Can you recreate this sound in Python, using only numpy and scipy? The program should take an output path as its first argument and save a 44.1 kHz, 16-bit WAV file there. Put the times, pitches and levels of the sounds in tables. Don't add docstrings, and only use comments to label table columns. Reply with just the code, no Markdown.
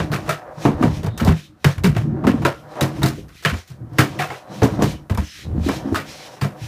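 import sys
import numpy as np
from scipy import signal
from scipy.io import wavfile
from scipy.ndimage import uniform_filter1d

SR = 44100
rng = np.random.default_rng(int(sys.argv[2]) if len(sys.argv) > 2 else 0)


def gain_from_db(level_db):
    decades = np.asarray(level_db, float) / 20
    return 10 ** decades


def pcm_store(signal):
    levels = np.round(np.clip(np.atleast_2d(signal), -1, 1) * 32767)
    wavfile.write(sys.argv[1], SR, levels.astype(np.int16).T)


N = 294147

# [t/s, level/dB]
AIR = [(0, -68.5), (.5, -70), (1.12, -75), (1.46, -65), (1.53, -84), (1.6, -77), (1.7, -66), (2.15, -75),
       (2.66, -71), (3.3, -67), (3.82, -73), (4.45, -72), (5.05, -72), (5.55, -68), (6.67, -64)]
# [from t/s, to t/s, deck rumble level/dB, floor shake relative level/dB]
LOADS = [(0, 0.193, -29.5, -6.5), (.4, .63, -52, -7), (0.745, 0.985, -28.5, -1), (1.144, 1.235, -37.5, 4),
         (1.42, 1.514, -51.5, -2), (1.842, 1.997, -32.5, 5), (2.047, 2.403, -26.5, -5.5),
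         (2.553, 2.8, -46.5, -19), (2.988, 3.083, -26.5, -5), (3.12, 3.273, -49, 6),
         (3.806, 4.185, -39.5, -7), (4.53, 4.66, -39.5, -28), (4.74, 4.807, -22.5, -5),
         (4.856, 4.91, -31.5, 1), (5.531, 5.596, -34.5, 11.5), (5.65, 5.834, -35, 2),
         (6.1, 6.366, -50.5, -26), (6.526, 6.667, -44, -14)]
LOAD_RISE_DB_S, LOAD_FALL_DB_S, SHAKE_REST_DB = 173, 108, -65
# [t/s, level/dB]
WHEEL_RUN = [(0, -35.5), (.35, -46.5), (.8, -33.5), (1.22, -55.5), (1.45, -78), (1.62, -65), (1.72, -56),
             (2.36, -36), (2.53, -61), (2.79, -30.5), (3.07, -45), (3.4, -76), (4.14, -39), (4.35, -47),
             (4.79, -35), (5.3, -74), (5.75, -34), (6.08, -46), (6.67, -48.5)]
# [f/Hz, width/Hz, level/dB]
FLOOR_MODES = [(61, 130, -4.5), (94.3, 19.4, -1)]
# [f/Hz, width/Hz, level/dB]
HOLLOW_MODES = [(113, 27.5, -2), (148.7, 15, 2.5), (207.4, 54.5, -2), (238.4, 48, -2), (311.7, 51, -3)]
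# [f/Hz, width/Hz, level/dB]
WHEEL_MODES = [(301, 107, 0), (513, 50, 9), (610.4, 33, 10), (748, 46, 9), (945, 96, 3.5),
               (1175, 236, -0.5), (1740, 490, -8)]
# [from t/s, to t/s, level/dB]
SCUFFS = [(0, 0.032, -44), (0.174, 0.36, -52.5), (0.628, 0.66, -40), (0.85, 0.88, -45),
          (0.91, 0.925, -47.5), (0.946, 0.97, -43), (1.37, 1.4, -46), (1.42, 1.448, -51),
          (1.698, 1.713, -39.5), (1.943, 2.03, -53), (2.336, 2.6, -58), (2.72, 2.94, -56),
          (2.97, 3.2, -48.5), (3.362, 3.41, -48.5), (3.458, 3.59, -42.5), (3.685, 3.71, -53),
          (3.94, 3.3, -59), (3.986, 4.382, -48.5), (4.543, 4.75, -46), (4.841, 4.92, -39.5),
          (5.238, 5.43, -44.5), (5.659, 5.77, -37.5), (5.856, 6.01, -55), (6.09, 6.275, -46.5),
          (6.32, 6.35, -51.5), (6.63, 6.9, -43.5)]
SCUFF_RISE_DB_S, SCUFF_FALL_DB_S, BEARING_DB = 291, 267, -29
# [f/Hz, width/Hz, level/dB]
GRIT_BANDS = [(1800, 1470, 5), (2470, 210, 4), (3100, 370, 3), (3950, 810, 2.5), (5460, 1000, 0),
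              (6060, 1400, -4.5), (8000, 2500, -26), (11800, 3600, -14.5)]
# [t/s, peak level/dB, f/Hz]
FLOOR_BOOMS = [(0.001, -18.5, 163.5), (0.102, -20, 138.4), (0.13, -16.5, 137.6), (0.281, -21.5, 148.5),
               (0.569, -30, 155), (2.817, -11.5, 137), (2.964, -30, 114), (3.033, -9, 136.7),
               (3.455, -15.5, 149.7), (3.519, -17, 84), (3.701, -31.5, 127), (3.812, -27, 116),
               (3.916, -28, 127), (3.988, -8.5, 132.4), (4.099, -29, 143), (4.19, -23, 149),
               (4.292, -34.5, 131), (4.487, -42, 149), (5.995, -32.5, 149), (6.421, -13.5, 138),
               (6.615, -24.5, 116)]
# [t/s, peak level/dB, f/Hz]
RAMP_BOOMS = [(0.652, -11, 139.7), (0.831, -12.5, 151.4), (0.868, -13.5, 146), (1.041, -20, 155.7),
              (1.07, -15.5, 112.7), (1.213, -14, 89), (1.244, -10.5, 90.7), (1.28, -6.5, 82),
              (1.304, -8, 161), (1.651, -4, 141), (1.777, -20, 92), (1.841, -13, 175.5), (1.874, -9, 151.4),
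              (1.963, -10.5, 111.6), (2.12, -20, 129), (2.261, -22.5, 89.4), (2.432, -13.5, 137.3),
              (4.62, -9, 118), (4.744, -44, 156), (4.822, -14, 124.3), (5.107, -13, 99.5),
              (5.18, -12.5, 73.3), (5.471, -30, 109), (5.51, -31, 79.4), (5.585, -19, 82),
              (5.645, -18.5, 80), (5.914, -20.5, 95)]
BOOM_FADE_S, SOFTER_LONGER = 0.036, 0.12
# [t/s, crack peak level/dB, deck knock relative level/dB, bright tick relative level/dB, hardness/dB]
CLACKS = [(0.0014, -21, 1.5, -27, 7.5), (0.1298, -16, -4, -6.5, -3.5), (0.2919, -12.5, -7.5, -6.5, 3.5),
          (0.652, -15, 8.5, -17, 4), (0.826, -15.5, 8, -15, 0.5), (1.1976, -15.5, 0.5, -12, -6.5),
          (1.275, -14.5, -1.5, -10.5, 2.5), (1.6442, -10.5, -3, -7, 7), (1.8434, -15, -3, -8.5, 4),
          (1.966, -25.5, 2, -5.5, 8.5), (2.269, -12.5, -0.5, -12, 2), (2.45, -9, -2, -11, 2),
          (2.8095, -10.5, -3, -4, 3), (3.0311, -19, -11, 2, 7.5), (3.059, -19.5, -5, -3, 4),
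          (3.4499, -4.5, -12, -21, 2.5), (3.985, -3.5, -6.5, -5.5, 3.5), (4.1898, -8, -6, -10.5, -6),
          (4.6193, -13, 5, -21, 0), (4.822, -18.5, 5.5, 0, 2.5), (5.0976, -22.5, 2.5, -10.5, 3),
          (5.1747, -23.5, -2, -3.5, 6.5), (5.6872, -18, 2, -9.5, 4.5), (6.4124, -13.5, 1, -6.5, -7.5)]
# [t/s, crack peak level/dB, deck knock relative level/dB, bright tick relative level/dB]
TAPS = [(0.1174, -17, 0.5, -6.5), (0.2623, -28, 6, -12), (0.278, -25.5, 5, -8), (1.0333, -29, 4, -15),
        (1.066, -29, 3, -16), (0.812, -32, 0, -2), (1.1765, -22, -5, 0.5), (1.2486, -25, 11, 3.5),
        (1.8365, -14.5, -2, -2), (1.9492, -21.5, -30, -26), (2.2394, -24, 11, -13), (2.4189, -24, 5, -13),
        (2.7556, -27.5, 5, -14), (2.966, -38, 10, -3), (3.0184, -17, 4.5, -13), (3.2829, -34.5, -12, -7),
        (3.537, -35, 10.5, -17), (3.425, -26.5, -11, -1), (3.677, -45.5, -13, 10), (3.7025, -40.5, 0, -2),
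        (3.9779, -29, 3, -8), (4.3024, -19.5, -1, -17), (4.633, -25.5, -14, 9), (4.791, -26.5, 16.5, -15),
        (4.232, -24.5, -8, -7), (4.33, -30, -1, -12), (4.815, -27, 5, -8), (5.4455, -50, 13, -15),
        (5.9239, -26.5, 7.5, -8), (5.9452, -12.5, -5.5, -8.5), (5.957, -21.5, -9, -1), (6.0, -26, -12, -10),
        (6.3664, -31, -1, -15)]
FLICKS = [
    (1.0315, -28.5, 0, -1),
    (1.043, -30.5, 3, 0),
    (1.0624, -28, 1, 0),
    (1.7804, -24, -8, -5),
    (5.1474, -27, -9, -1),
    (3.934, -48, 0, 6),
    (3.5, -49, 0, 1),
    (3.492, -27, 0, 4),
]
CLACK_T60_S, TAP_T60_S, FLICK_T60_S = 0.23, 0.17, 0.067
TAP_HARD_DB, FLICK_HARD_DB = -3.5, 0
# [f/Hz, width/Hz, level/dB]
DECK_MODES = [(371, 155, -2), (519.6, 69, 2.5), (539, 34.6, 2.5), (700, 113, 4.5), (754, 305, 1.5),
              (980, 338, -3)]
# [f/Hz, width/Hz, level/dB]
TRUCK_MODES = [(1059, 69, 7), (1310, 210, 8), (1566, 253, 8.5), (1937, 480, 3.5), (2317, 60, 7.5),
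               (2670, 730, -2.5), (3100, 130, -26), (3500, 230, -17)]
# [f/Hz, width/Hz, level/dB]
TICK_MODES = [(4200, 2920, 1.5), (8000, 15000, -5.5), (13600, 2860, -3)]
# [t/s, peak level/dB, f/Hz, fade/s]
SNAPS = [(0.1287, -36, 8790, 0.002), (0.1314, -18, 1530, 0.0022), (0.2931, -10, 1305, 0.002),
         (0.2938, -21, 8800, 0.002), (0.6525, -9, 950, 0.0022), (0.682, -20, 950, 0.002),
         (0.828, -9.5, 1190, 0.0026), (1.1969, -30, 11970, 0.002), (1.199, -16, 1380, 0.0022),
         (1.2738, -34, 6890, 0.002), (1.277, -11, 930, 0.0018), (1.6453, -35, 11630, 0.002),
         (1.651, -15, 3000, 0.0031), (1.658, -14, 1710, 0.002), (1.8434, -26, 7040, 0.002),
         (1.8444, -16, 2150, 0.002), (1.8548, -17.5, 3790, 0.0022), (2.2412, -15.5, 1120, 0.0022),
         (2.2483, -14, 960, 0.0022), (2.271, -14, 1380, 0.0021), (2.4498, -22, 7150, 0.0022),
         (2.4546, -23, 1120, 0.0017), (2.8131, -14, 3820, 0.002), (2.814, -29, 10250, 0.002),
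         (2.8203, -35, 9730, 0.002), (3.0321, -12, 3770, 0.0022), (3.0326, -36, 11200, 0.002),
         (3.0622, -18, 4480, 0.002), (3.4498, -16, 4740, 0.002), (3.4498, -10, 1670, 0.0018),
         (3.4502, -35, 10680, 0.002), (3.9845, -28, 10770, 0.002), (3.986, -9, 1920, 0.002),
         (3.9955, -9, 1380, 0.002), (4.1906, -19, 1890, 0.002), (4.3042, -24, 1890, 0.002),
         (4.634, -16, 6030, 0.0024), (4.6382, -13, 960, 0.002), (4.6407, -22, 7300, 0.0023),
         (4.8226, -18, 5940, 0.0025), (4.822, -21, 1030, 0.002), (4.828, -17, 6940, 0.0022),
         (5.1745, -32, 11710, 0.002), (5.176, -20, 1210, 0.002), (5.1759, -30, 5300, 0.002),
         (5.6961, -15, 945, 0.002), (5.9455, -13, 1260, 0.0023), (5.9559, -29, 12100, 0.0022),
         (5.9597, -12, 1380, 0.0022), (6.416, -19.5, 4600, 0.0023)]
SNAP_CYCLES = 7
# [t/s, peak level/dB, f/Hz, fade/s]
PLIES = [(1.29, -19.5, 400, 0.023), (1.325, -28, 350, 0.013), (2.457, -21.5, 560, .03),
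         (4.5, -37, 190, 0.056), (4.555, -31, 200, 0.059), (4.7925, -15, 620, .003),
         (5.22, -28.5, 301, .018), (3.453, -21.5, 2900, .012), (3.47, -24, 3140, .01),
         (4.194, -25.5, 2350, .014), (4.24, -32, 2590, .012), (4.304, -32, 2160, 0.011),
         (5.99, -31, 1900, .015), (5.975, -27, 1480, 0.021), (5.95, -24, 1230, .025),
         (5.957, -34, 3710, 0.016)]
# [t/s, peak level/dB, f/Hz, fade/s]
RINGS = [(0.13, -27, 1054, 0.024), (0.292, -11.5, 642, 0.023), (0.651, -15.5, 463, 0.041),
         (0.826, -27, 421, 0.044), (1.198, -30, 544, 0.053), (1.271, -8, 726, 0.012),
         (1.644, -19, 690, 0.0085), (1.842, -7.5, 406, 0.013), (2.269, -16.5, 461, 0.049),
         (2.454, -10.5, 956, 0.016), (2.812, -14, 560, 0.032), (3.032, -16, 700, 0.027),
         (3.987, -29, 1120, 0.014), (4.197, -10.5, 730, 0.022), (4.301, -23, 873, 0.017),
         (4.62, -14, 448, 0.016), (4.821, -2.5, 451, 0.012), (5.174, -10.5, 952, 0.0069),
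         (5.687, -13, 463, 0.0098),
         (0.2922, -11, 1300, 0.019), (1.1987, -22, 1294, 0.018) , (1.6437, -18, 1745, 0.029),
          (2.4514, -18, 1370, 0.035), (3.4496, -26, 1584, 0.03), (3.9833, -21, 1650, 0.03),
          (4.1904, -16, 1870, 0.018), (5.9454, -19, 1300, 0.015), (3.458, -17, 2500, 0.01),
          (4.215, -22, 745, .04), (6.414, -36, 5500, .008), (2.125, -17, 370, 0.034),
          (4.303, -26, 800, .025)]
# [t/s, peak level/dB, f/Hz, fade/s]
THUMPS = [(0.651, -7, 285, 0.036), (0.688, -2.5, 223, 0.007), (0.804, -7.5, 255, 0.021),
          (0.834, -4.5, 240.6, 0.025), (1.216, -7, 228.4, 0.021), (1.274, -4, 201, 0.027),
          (1.648, -4.5, 232, 0.007), (1.842, -4.5, 189, 0.03), (2.049, -20.5, 223, 0.042),
          (2.12, -15.5, 226.6, 0.035), (2.223, -14, 193, 0.014), (2.248, -5, 225, 0.012),
          (2.273, 0, 264.5, 0.012), (2.294, -6.5, 240, 0.019), (2.341, -4, 228, 0.013),
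          (2.454, -11.5, 346, 0.018), (2.816, -14.5, 310.3, 0.05), (3.033, -12.5, 320, 0.042),
          (3.182, -28, 401, 0.019),
          (3.526, -19, 225, 0.021), (3.988, -11, 310, 0.037), (4.035, -18.5, 285, 0.037),
                (4.622, -9, 435, 0.03), (4.639, -2, 269, 0.018), (4.791, -16, 265, 0.023),
                (4.821, -6, 206.7, 0.027), (5.103, -17, 210, 0.033), (5.182, -14, 190, 0.025),
                (5.548, -20, 323, 0.013), (5.58, -16.5, 220, 0.034), (5.662, -9.5, 279.7, 0.019),
                (5.688, -8, 273, 0.015), (5.846, -16, 274, 0.074), (5.918, -11.5, 326, 0.025),
                (6.451, -17.5, 195.6, 0.03)]
# [from t/s, to t/s, level/dB, f/Hz]
SPINS = [(1.365, 1.4, -59, 2340), (1.36, 1.46, -58, 3000), (1.1, 1.46, -57, 3700), (3.4, 3.42, -53, 2000),
         (3.56, 3.58, -54, 7000), (4.5, 4.55, -58, 4000), (4.87, 4.97, -55, 2280), (4.87, 4.97, -54, 3000),
         (5.27, 5.43, -55.5, 1880), (5.24, 5.34, -56, 2830), (5.3, 5.45, -51, 3940),
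         (5.26, 5.36, -53, 5140), (5.26, 5.37, -55, 5300), (5.25, 5.37, -54, 6090), (6.09, 6.12, -54, 5000),
         (6.1, 6.26, -53.5, 4090), (6.12, 6.2, -53, 4450), (6.1, 6.26, -56, 3470), (6.2, 6.27, -56, 2350),
         (6.2, 6.26, -65, 6230)]
SPIN_WIDTH_HZ, SPIN_EDGE_DB_S = 140, 450


def body(x, modes):
    out = 0
    for k, (hz, width, db) in enumerate(modes):
        b, a = signal.iirpeak(hz, hz / max(width, 5.), fs=SR)
        out = out + (-1) ** k * gain_from_db(db) * signal.lfilter(b, a, x)
    return out


def unit(x):
    return x / np.sqrt(np.mean(x ** 2))


def walk(rate):
    k = int(SR / rate)
    held = np.repeat(rng.standard_normal(N // k + 1), k)
    return uniform_filter1d(uniform_filter1d(held, k), k)[:N]


def add(out, s, x):
    i = max(int(s * SR), 0)
    out[i:i + len(x)] += x[:N - i]


def level_line(table):
    return np.interp(np.arange(N) / SR, *np.transpose(table))


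def spells(start, end, db, rise, fall):
    t = np.arange(0, N / SR + .01, .002)[:, None]
    slopes = rise * np.maximum(start - t, 0) + fall * np.maximum(t - end, 0)
    top = np.max(db - slopes, axis=1)
    return gain_from_db(np.interp(np.arange(N) / SR, t[:, 0], top))


def grains(rate, spread_db, smooth):
    hit = rng.random(N) < rate / SR
    size = gain_from_db(spread_db * np.minimum(rng.exponential(size=N), 3.5))
    return unit(hit * size * rng.standard_normal(N)) + smooth * rng.standard_normal(N)


def hush():
    return gain_from_db(-66) * unit(body(rng.standard_normal(N), [(150, 100, -3.5), (1260, 380, -1)]))


def air():
    hiss = unit(body(rng.standard_normal(N), [(4000, 5000, -2), (12000, 10000, 0)]))
    return hiss * gain_from_db(level_line(AIR) + 1.4 * walk(25))


def wheel_run():
    return gain_from_db(level_line(WHEEL_RUN))


def rolling():
    start, end, db, shake = np.transpose(LOADS)
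    flicker = [gain_from_db(2.5 * walk(25)) for _ in range(3)]
    floor_load = spells(start, end, db + shake, LOAD_RISE_DB_S, LOAD_FALL_DB_S) + gain_from_db(SHAKE_REST_DB)
    deck_load = spells(start, end, db, LOAD_RISE_DB_S, LOAD_FALL_DB_S)
    floor = body(body(grains(80, 1.0, 0.79), FLOOR_MODES), [(73, 160, 0)])
    deck = body(body(grains(150, 3.9, 0.93), HOLLOW_MODES), HOLLOW_MODES)
    wheels = body(body(grains(900, 2, .9), WHEEL_MODES), [(790, 7400, 0)])
    layers = np.array([unit(floor) * floor_load, unit(deck) * deck_load, unit(wheels) * wheel_run()])
    return np.sum(layers * flicker, axis=0)


def scuffing():
    bands = 0
    for mode in GRIT_BANDS:
        mottle = gain_from_db(3.5 * walk(14))
        bands = bands + body(grains(2500, 1.5, 1.5), [mode]) * mottle
    hiss = signal.sosfilt(signal.butter(4, 1500, "high", fs=SR, output="sos"), bands)
    soles = spells(*np.transpose(SCUFFS), SCUFF_RISE_DB_S, SCUFF_FALL_DB_S)
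    return unit(hiss) * (soles + gain_from_db(BEARING_DB) * wheel_run())


def beating_modes(table, swell, apart, below_db, above_db, bend, trim_db):
    t, out = np.arange(SR // 2) / SR, np.zeros(N)
    chance = rng.random((len(table), 5))
    rise = 1 - np.exp(-(t / swell) ** 2)
    share = gain_from_db(np.array([[0], [below_db], [above_db]]))
    for (s, db, hz, fade), c in zip(table, chance):
        ratio = 1 + apart * np.array([[0], [-1 - c[0] / 2], [1 + c[1]]])
        phase = c[2:, None]
        ring = np.sum(share * np.sin(2 * np.pi * (hz * ratio * t + phase)), axis=0)
        fall = np.exp(-(t / max(fade, .008)) ** bend)
        add(out, s, gain_from_db(db + trim_db) * ring * rise * fall)
    return out


def booms():
    table = [(*b, BOOM_FADE_S * gain_from_db(-SOFTER_LONGER * b[1])) for b in sorted(RAMP_BOOMS + FLOOR_BOOMS)]
    return beating_modes(table, 0.0015, 0.214, -7.0, -9.5, 1.49, -1.17)


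def blows():
    clacks = [(*c, CLACK_T60_S) for c in CLACKS]
    taps = [(*c, TAP_HARD_DB, TAP_T60_S) for c in TAPS]
    flicks = [(*c, FLICK_HARD_DB, FLICK_T60_S) for c in FLICKS]
    return np.transpose(clacks + taps + flicks)


def strikes(db, stretch, click_db, direct_db, direct_s, fill_s, bend):
    t, out = np.arange(SR // 2) / SR, np.zeros(N)
    rough = gain_from_db(np.resize(1.8 * walk(200) + 3 * walk(700), N + SR))
    noise = rng.standard_normal(N + SR) * rough
    for (s, _, _, _, hard, t60), level in zip(blows().T, db):
        fill = 1 - np.exp(-t / (fill_s * gain_from_db(-hard)))
        tail = fill * np.exp(-np.log(1000) * (t / (stretch * t60)) ** bend)
        burst = gain_from_db(direct_db + hard) * np.exp(-t / direct_s)
        blow = (burst + tail) * noise[int(s * SR):][:len(t)]
        blow[0] += gain_from_db(click_db + hard)
        add(out, s, gain_from_db(level) * blow)
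    return out


def knocks():
    _, crack, deck, tick, *_ = blows()
    white = rng.standard_normal(SR)
    out = 0
    # (resonances, level dB, tail stretch, click dB, burst dB, burst s, echo fill s, bend of the decay)
    for modes, db, *shape in (
            (DECK_MODES, crack + deck - 12, .95, 22, -3, .006, .005, 1.2),
            (TRUCK_MODES, crack - 13, .95, 18, -1, .003, .005, 1.1),
            (TICK_MODES, crack + tick - 12, .85, 9, 1, .002, .005, .95)):
        out = out + body(strikes(db, *shape), modes) / np.std(body(white, modes))
    return out


def snaps():
    t, out = np.arange(SR // 3) / SR, np.zeros(N)
    damped = [(s, db, hz, min(fade, SNAP_CYCLES / hz)) for s, db, hz, fade in SNAPS]
    for s, db, hz, fade in damped + PLIES:
        shape = (1 - np.exp(-t / .0004)) * np.exp(-t / np.clip(fade, .0004, .06))
        add(out, s, gain_from_db(db + 0.5) * np.sin(2 * np.pi * hz * t) * shape)
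    return out


def rings():
    return beating_modes(RINGS, 0.00075, 0.037, -3.4, -4.0, 0.8, -10)


def thumps():
    return beating_modes(THUMPS, 0.0014, 0.1857, -4, -6.5, 1.0, -4.5)


def spinning():
    noise = rng.standard_normal(N) * gain_from_db(1.7 * walk(40))
    out = 0
    for k, (start, end, db, hz) in enumerate(SPINS):
        band = unit(body(np.roll(noise, k * SR // 7), [(hz, SPIN_WIDTH_HZ, 0)]))
        out = out + band * spells(np.array([start]), end, db, SPIN_EDGE_DB_S, SPIN_EDGE_DB_S)
    return out


def scene():
    ground = hush() + air() + rolling() + scuffing()
    board = booms() + knocks() + snaps() + rings() + thumps() + spinning()
    return (ground + board)[None]


def low_pass(x):
    return signal.sosfilt(signal.butter(12, 16480, fs=SR, output="sos"), x)


def record(dry):
    x = signal.sosfilt(signal.butter(2, 58, "high", fs=SR, output="sos"), dry)
    x = np.tanh(0.77 * x) / 0.61
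    x = signal.sosfilt(signal.ellip(8, .2, 30, 15300, fs=SR, output="sos"), x)
    return low_pass(x)


dry = scene()
out = record(dry)
pcm_store(out)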